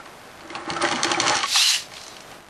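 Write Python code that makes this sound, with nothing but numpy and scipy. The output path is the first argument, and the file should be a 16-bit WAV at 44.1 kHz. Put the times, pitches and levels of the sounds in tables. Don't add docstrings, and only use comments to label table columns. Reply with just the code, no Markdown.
import sys
import numpy as np
from scipy import signal
from scipy.fft import rfft, irfft, next_fast_len
from scipy.io import wavfile
from scipy.ndimage import uniform_filter1d, map_coordinates

SR = 44100
rng = np.random.default_rng(int(sys.argv[2]) if len(sys.argv) > 2 else 0)


def field_ratio(decibels):
    return 10 ** (np.asarray(decibels, dtype=float) / 20)


def dump(signal):
    limited = np.clip(np.atleast_2d(signal).T, -1, 1)
    pcm = np.round(limited * 32767).astype(np.int16)
    wavfile.write(sys.argv[1], SR, pcm)


N = 110161
TIME = np.arange(N) / SR
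LEAVES_S = 1.32

# (frequency [Hz], width [Hz], level [dB])
SHELL = [(772, 30, -2), (821.5, 64, 0), (1087, 60, -2), (1210, 38, 0), (1310, 98, -4), (1548, 120, -5),
         (1794, 92, -4.5), (2124, 300, -10.5)]
# (frequency [Hz], width [Hz], level [dB])
LOOSE = [(2167, 277, -2.5), (3080, 400, -0.5), (4414, 335, -1.5)]
# (frequency [Hz], width [Hz], level [dB])
EDGES = [(5520, 1230, 2), (6710, 1290, 1.5), (8370, 1240, -4)]


def unit(x):
    return x / np.sqrt(np.mean(x ** 2) + 1e-20)


def along(points, hz):
    f, value = np.transpose(points)
    return np.interp(np.log(hz + 1), np.log(f + 1), value)


def level(rows):
    s, db = np.transpose(rows)
    return field_ratio(np.interp(TIME, s, db, left=-120, right=-120))


def wobble(rate):
    knots = rng.standard_normal(int(N * rate / SR) + 4)
    return map_coordinates(knots, [np.arange(N) * rate / SR])


def filtered(x, response):
    m = next_fast_len(N + SR // 2)
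    return irfft(rfft(x, m) * response(np.fft.rfftfreq(m, 1 / SR)), m)[:N]


def ringing(x, modes):
    def response(f):
        total = 0
        for k, (centre, width, db) in enumerate(modes):
            resonance = 1j * f * width / (centre ** 2 - f ** 2 + 1j * f * width)
            total = total + (-1) ** k * field_ratio(db) * resonance
        return total
    return filtered(x, response)


def hiss(spectrum):
    return unit(filtered(rng.standard_normal(N), lambda hz: field_ratio(along(spectrum, hz))))


def knocks(per_s, spread_db):
    hit = rng.random(N) < per_s / SR
    size_db = spread_db * np.minimum(rng.exponential(size=N), 2)
    return unit(hit * rng.choice([-1, 1], N) * field_ratio(size_db))


def rings(rows, t60):
    roughness, rise_s = 0.45, 0.002
    out, t = np.zeros(N + SR), np.arange(SR // 5) / SR
    drift = roughness * wobble(150)
    for s, db, hz in rows:
        start = round(s * SR)
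        phase = 2 * np.pi * hz * t + np.resize(drift[start:], len(t))
        swell = 1 - np.exp(-t / rise_s)
        out[start:][:len(t)] += field_ratio(db - 0.5 - 60 * t / t60) * swell * np.sin(phase)
    return out[:N] * (1 + roughness * wobble(120))


def room_hiss():
    # (frequency [Hz], level [dB per Hz])
    room = [(15, -34), (25, -12), (148, -4), (529, -3.5), (621, -0.5), (949, -4), (1110, -4), (1310, -5.5),
            (14200, -26)]
    return field_ratio(-50) * hiss(room)


def camera_ticks():
    # (first [s], last [s], spacing [s])
    runs = [
        (.0158, 1.2, .02),
        (1.2056, 2.49, .020005),
    ]
    rise_s, fall_s = 0.00004, 0.00011
    train, t = np.zeros(N), np.arange(SR // 500) / SR
    for first, last, spacing in runs:
        at = np.arange(first, last, spacing)
        sign = (-1.0) ** np.arange(len(at))
        train[np.round(at * SR).astype(int)] = sign * field_ratio(rng.normal(0, 1.6, len(at)))
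    spike = 1.6 * (1 - np.exp(-t / rise_s)) * np.exp(-t / fall_s)
    return field_ratio(-28) * np.convolve(train, spike)[:N]


def walls(x):
    # (frequency [Hz], time to fall 60 dB [s])
    echo_t60 = [(200, 0.3), (2000, 0.29), (10000, 0.065)]
    hz, t, z = signal.stft(rng.standard_normal(SR // 2), SR, nperseg=256)
    fall = field_ratio(-60 * t / along(echo_t60, hz)[:, None])
    tail = signal.istft(z * fall, SR, nperseg=256)[1]
    late = np.pad(x, (200, 0))
    return signal.fftconvolve(late, tail / np.linalg.norm(tail))[:N]


def rolling():
    # (time [s], level [dB])
    roll = [(0.0, -37.5), (0.024, -51), (0.19, -56.5), (0.502, -41), (0.554, -31), (0.642, -41),
            (0.68, -33.5), (0.8, -32.5), (0.824, -25), (1.036, -28.5), (1.044, -25), (1.202, -27.5),
            (1.226, -22.5), (1.332, -20.5), (1.426, -22.5), (1.442, -21), (1.472, -38), (1.52, -55)]
    # (frequency [Hz], width [Hz], level [dB])
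    board_modes = [(106, 37, -14), (163, 26, -8), (235.6, 7.8, -9.5), (327.6, 12.3, 1.5), (590, 36, -1)]
    # (frequency [Hz], level [dB per Hz])
    rub_colour = [(41, -58), (70, -18), (321, -10.5), (718, -8), (815, -5), (6080, -22), (9690, -24),
                  (11000, -48), (14300, -76), (22000, -120)]
    release_s, speedup_s, leave_fade_s = 0.55, 0.43, 0.051
    board_db, shell_db, chatter_db, rub_db = -8.5, -6.5, -8, -9

    speed = 0.033 + 1 - np.exp(-np.maximum(TIME - release_s, 0) / speedup_s)
    on_wood = 1 / (1 + np.exp(np.clip((TIME - LEAVES_S) / leave_fade_s, -50, 50)))
    lurch = level(roll) * field_ratio(1.58 * wobble(25.37))

    bumps = knocks(260, spread_db=1.0) + 0.48 * rng.standard_normal(N)
    board = ringing(field_ratio(board_db) * bumps * lurch * on_wood, board_modes)
    board /= ringing(bumps, board_modes).std()
    shell = field_ratio(shell_db) * ringing(bumps * lurch * (0.5 + on_wood), SHELL)
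    shell /= ringing(bumps, SHELL).std()

    teeth = knocks(110, spread_db=1.0) + 1.2 * rng.standard_normal(N)
    parts = unit(ringing(teeth, LOOSE)) + field_ratio(-2.5) * unit(ringing(teeth, EDGES))
    chatter = field_ratio(chatter_db) * speed * parts
    rub = field_ratio(rub_db) * hiss(rub_colour) * (0.42 + on_wood) * field_ratio(2.8 * wobble(59.53))
    return board + shell + lurch * (chatter + rub)


def blows():
    # (time [s], peak level [dB], frequency [Hz]) wheels thumping the wood, in the board's
    thumps = [(0.448, -33.5, 320), (0.504, -30.5, 336), (0.566, -35, 323), (0.614, -39, 356),
              (0.676, -25, 322), (0.722, -28.5, 341), (0.833, -24.5, 341), (0.922, -19, 323),
              (1.003, -32.5, 256), (1.05, -20, 324), (1.104, -22.5, 331.6), (1.173, -24, 327.6),
              (1.207, -31, 313),
              (0.444, -38.5, 150),
        (.71, -30, 161),
        (0.941, -22.5, 243.4),
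        (1.225, -21, 324.5),
        (1.263, -23, 331),
        (1.301, -26.5, 305),
        (1.31, -20, 584),
        (.77, -32, 590),
    ]
    base_knocks = [(0.552, -25, 791), (0.663, -28, 796), (0.688, -25, 830), (0.762, -24, 780),
                   (0.822, -21.5, 835), (0.85, -19, 835), (0.879, -23, 811), (0.904, -28, 837),
                   (0.931, -22.5, 940), (1.009, -33, 842), (1.042, -33, 828), (1.086, -31, 809),
                   (1.127, -17, 826), (1.173, -18, 773), (1.204, -28, 777), (1.227, -23, 834),
                   (1.253, -17, 830), (1.304, -13.5, 837), (1.337, -17, 837), (1.396, -27.5, 810)]
    raps = [(0.555, -26, 1084), (0.6833, -28.5, 1090), (0.7611, -21, 1345), (0.807, -18.5, 1256),
            (0.851, -14, 1300), (0.9096, -19, 1190), (0.9336, -32, 1214), (0.9544, -19, 1278),
            (0.9793, -19, 1200), (1.0325, -21, 1170), (1.069, -22, 1235), (1.1167, -17, 1350),
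            (1.151, -21, 1345), (1.2004, -22.5, 1080), (1.2266, -14, 1100), (1.2569, -9, 1087),
            (1.3027, -20, 1093), (1.3276, -15, 1094), (1.35, -18, 1436), (1.438, -13.5, 1121)]
    snaps = [
        (0.5018, -21.5, 2080),
        (0.5526, -12.5, 1630),
        (0.7013, -36, 2250),
        (0.8495, -12, 1545),
        (0.9238, -17, 2070),
        (1.0464, -19, 1460),
        (1.1453, -9, 2340),
        (1.3114, -18, 1730),
        (1.3379, -10.5, 1730),
        (1.4331, -13, 1970),
    ]
    strays = [
        (0, -25.5, 1370),
        (.8222, -13, 9150),
        (0.8502, -12, 1910),
    ]
    wood = rings(thumps, 0.14) * (TIME < LEAVES_S + 0.01)
    figure = rings(raps + strays[:1], 0.06)
    plastic = rings(snaps + strays[1:], 0.025)
    return wood + rings(base_knocks, 0.1) + figure + plastic


def clacks():
    # (time [s], peak level [dB], body knock over it [dB], edge ring over
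    # it [dB])
    clack_events = [(0.0573, -29.5, 6, -5.5), (0.406, -28.5, -5, -10), (0.4758, -36, -10, -3),
                    (0.5012, -24, -1, -7), (0.5511, -15, -12, -16), (0.6597, -28.5, -6.5, -12),
                    (0.7012, -13.5, -10, -4), (0.7345, -21, -18, -4), (0.7654, -18.5, -9, -5.5),
                    (0.8164, -13, 1, -6), (0.8217, -14, -25, 0.5), (0.8495, -14, -6, -5),
                    (0.8755, -18, -8, -5), (0.8863, -15, 0, -3), (0.9128, -11.5, -8, -6),
                    (0.9226, -11, -8, -5.5), (0.9577, -13, -16, -7), (1.0005, -22, -12, -14),
                    (1.0316, -3.5, -7.5, -1.5), (1.0446, -7, -2.5, 0), (1.0988, -35, -11, -5),
                    (1.1155, -3.5, -4, -5), (1.1999, -2.5, -24, -2.5), (1.264, -14, 8.5, -4),
                    (1.2704, -17, -10, 5), (1.2799, -7.5, -18, 0), (1.2952, -7.5, -14, 0),
                    (1.3526, -15.5, -17, 4.5), (1.367, -11.5, -8, 2), (1.4045, -10, -6, -16),
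                    (1.1376, -14, -15, -8), (1.2157, -11, -12, -1.5), (1.4306, -7, -2.5, -8),
                   (1.456, -10, -10, -20), (1.5551, -15.5, 8, -8), (1.9167, -29, 6, -8),
                   (1.9365, -26, -10, -1), (1.9526, -29.5, -2, -18), (1.9674, -21.5, -8, -18),
                   (1.9782, -26, 0, -14), (2.0138, -29, 0, 2), (2.0358, -36.5, 4, 11.5), (2.065, -32, 2, 6),
                   (2.0803, -32.5, -8, 7.5), (2.114, -34, -13, -3), (2.143, -33.5, -9, -6),
                   (2.166, -25, -11, -7), (2.2052, -29.5, -11, 2), (2.314, -30, -17, -3.5)]
    clack_t60, rattle_t60, rattle_db, rise_s = 0.014, 0.091, -19, 0.00056
    force, t = np.zeros((3, N + SR)), np.arange(SR // 20) / SR
    fall = field_ratio(-60 * t / clack_t60) + field_ratio(rattle_db - 60 * t / rattle_t60)
    shape = fall * (1 - np.exp(-t / rise_s))
    for s, db, knock_db, edge_db in clack_events:
        scrape = np.sign(rng.standard_normal((3, len(t)))) * shape
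        strength = field_ratio(db + np.array([[0], [knock_db], [edge_db]]))
        force[:, round(s * SR):][:, :len(t)] += scrape * strength
    parts = field_ratio(8.0) * ringing(force[0, :N], LOOSE)
    body = field_ratio(12.5) * ringing(force[1, :N], SHELL)
    edges = field_ratio(4.5) * ringing(force[2, :N], EDGES)
    return parts + body + edges


def spin():
    # (time [s], level [dB])
    spin_level = [
        (1.44, -46),
        (1.472, -30.5),
        (1.558, -17),
        (1.678, -18),
        (1.748, -19.5),
        (1.892, -52.5),
        (1.964, -40.5),
        (2.224, -51),
        (2.3, -70),
    ]
    # (frequency [Hz], level [dB per Hz])
    whirr = [(450, -92), (680, -17), (1400, -11.5), (2700, -5.5), (4600, -1), (7000, -7.5), (10200, -14),
             (14200, -26)]
    # (start [s], length [s], start [Hz], end [Hz], level over the whirr [dB])
    squeals = [(1.5, .055, 3350, 5000, -5), (1.52, .04, 3500, 4550, -5), (1.54, .05, 3600, 4300, -5),
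               (1.552, .08, 2850, 4200, -4), (1.605, .065, 4100, 4100, -3), (1.66, .08, 4100, 3950, -2),
               (1.595, .07, 2600, 3000, -4), (1.64, .055, 3000, 2700, -4), (1.54, .06, 2650, 2650, -8),
               (1.705, .09, 2850, 2750, -5), (1.72, .09, 1750, 1850, -12), (1.565, .03, 5600, 5750, -5),
               (1.685, .03, 6450, 6450, -9), (1.96, .26, 4200, 3750, -5)]
    fuzz_rate, arch_hz = 430, 80
    out = hiss(whirr) * field_ratio(0.8 * wobble(90))
    for start, length, from_hz, to_hz, db in squeals:
        age = np.clip(TIME - start, 0, length)
        arch = np.sin(np.pi * age / length)
        hz = from_hz + (to_hz - from_hz) * age / length + arch_hz * arch
        fuzz = 0.17 + wobble(fuzz_rate) + 1j * wobble(fuzz_rate)
        tone = np.real(fuzz * np.exp(2j * np.pi * np.cumsum(hz) / SR))
        out += field_ratio(db) * abs(arch) ** 0.5 * tone
    return field_ratio(-2.0) * level(spin_level) * out


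def scene():
    # (frequency [Hz], level [dB])
    side_colour = [(30, 4), (80, 2), (500, -3), (4000, 2), (12000, 14.5)]
    dull_hz, pan_db = 11560, 0.5
    on_dresser = rolling() + clacks() + blows()
    toy = filtered(on_dresser, lambda hz: 1 / (1 + 1j * hz / dull_hz) ** 2) + spin()
    room = field_ratio(5.0) * room_hiss() * field_ratio(1.9 * wobble(9.4))
    mid = toy + field_ratio(-15) * walls(toy) + room + camera_ticks()
    around = walls(toy) + room_hiss()
    side = field_ratio(-24.5) * filtered(around, lambda hz: field_ratio(along(side_colour, hz)))
    left = mid + side + toy * (field_ratio(-pan_db / 2) - 1)
    right = mid - side + toy * (field_ratio(pan_db / 2) - 1)
    return np.array([left, right])


def top_cut(x):
    return signal.sosfilt(signal.butter(12, 14390, fs=SR, output="sos"), x)


def record(dry):
    # (start [s], end [s], low [Hz], high [Hz])
    masked = [
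        (1.53, 1.745, 130, 420),
        (1.55, 1.76, 105, 560),
        (1.67, 1.74, 500, 690),
    ]
    kept_db, kept_db_per_khz, masked_db = -23, 3, -38
    hz, t, z = signal.stft(dry, SR, nperseg=1024)
    hz_column = hz[:, None]
    power = abs(z) ** 2 + 1e-14
    smooth = uniform_filter1d(uniform_filter1d(power, size=12, axis=1), size=4, axis=2)
    over_db = 10 * np.log10(smooth.clip(1e-15) / power.mean((0, 1)))
    limit_db = kept_db + kept_db_per_khz * (hz_column - 10000) / 1000
    treble_keep = 1 / (1 + np.exp(np.clip(3 * (limit_db - over_db), -40, 40)))
    keep = np.where(hz_column < 8000, 1, treble_keep)
    for start, end, low_hz, high_hz in masked:
        in_band = (hz_column > low_hz) & (hz_column < high_hz)
        keep[:, in_band & (t > start) & (t < end)] = field_ratio(masked_db)
    mix = signal.istft(z * keep, SR, nperseg=1024)[1][:, :N]
    return top_cut(mix)


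dry = scene()
out = record(dry)
dump(out)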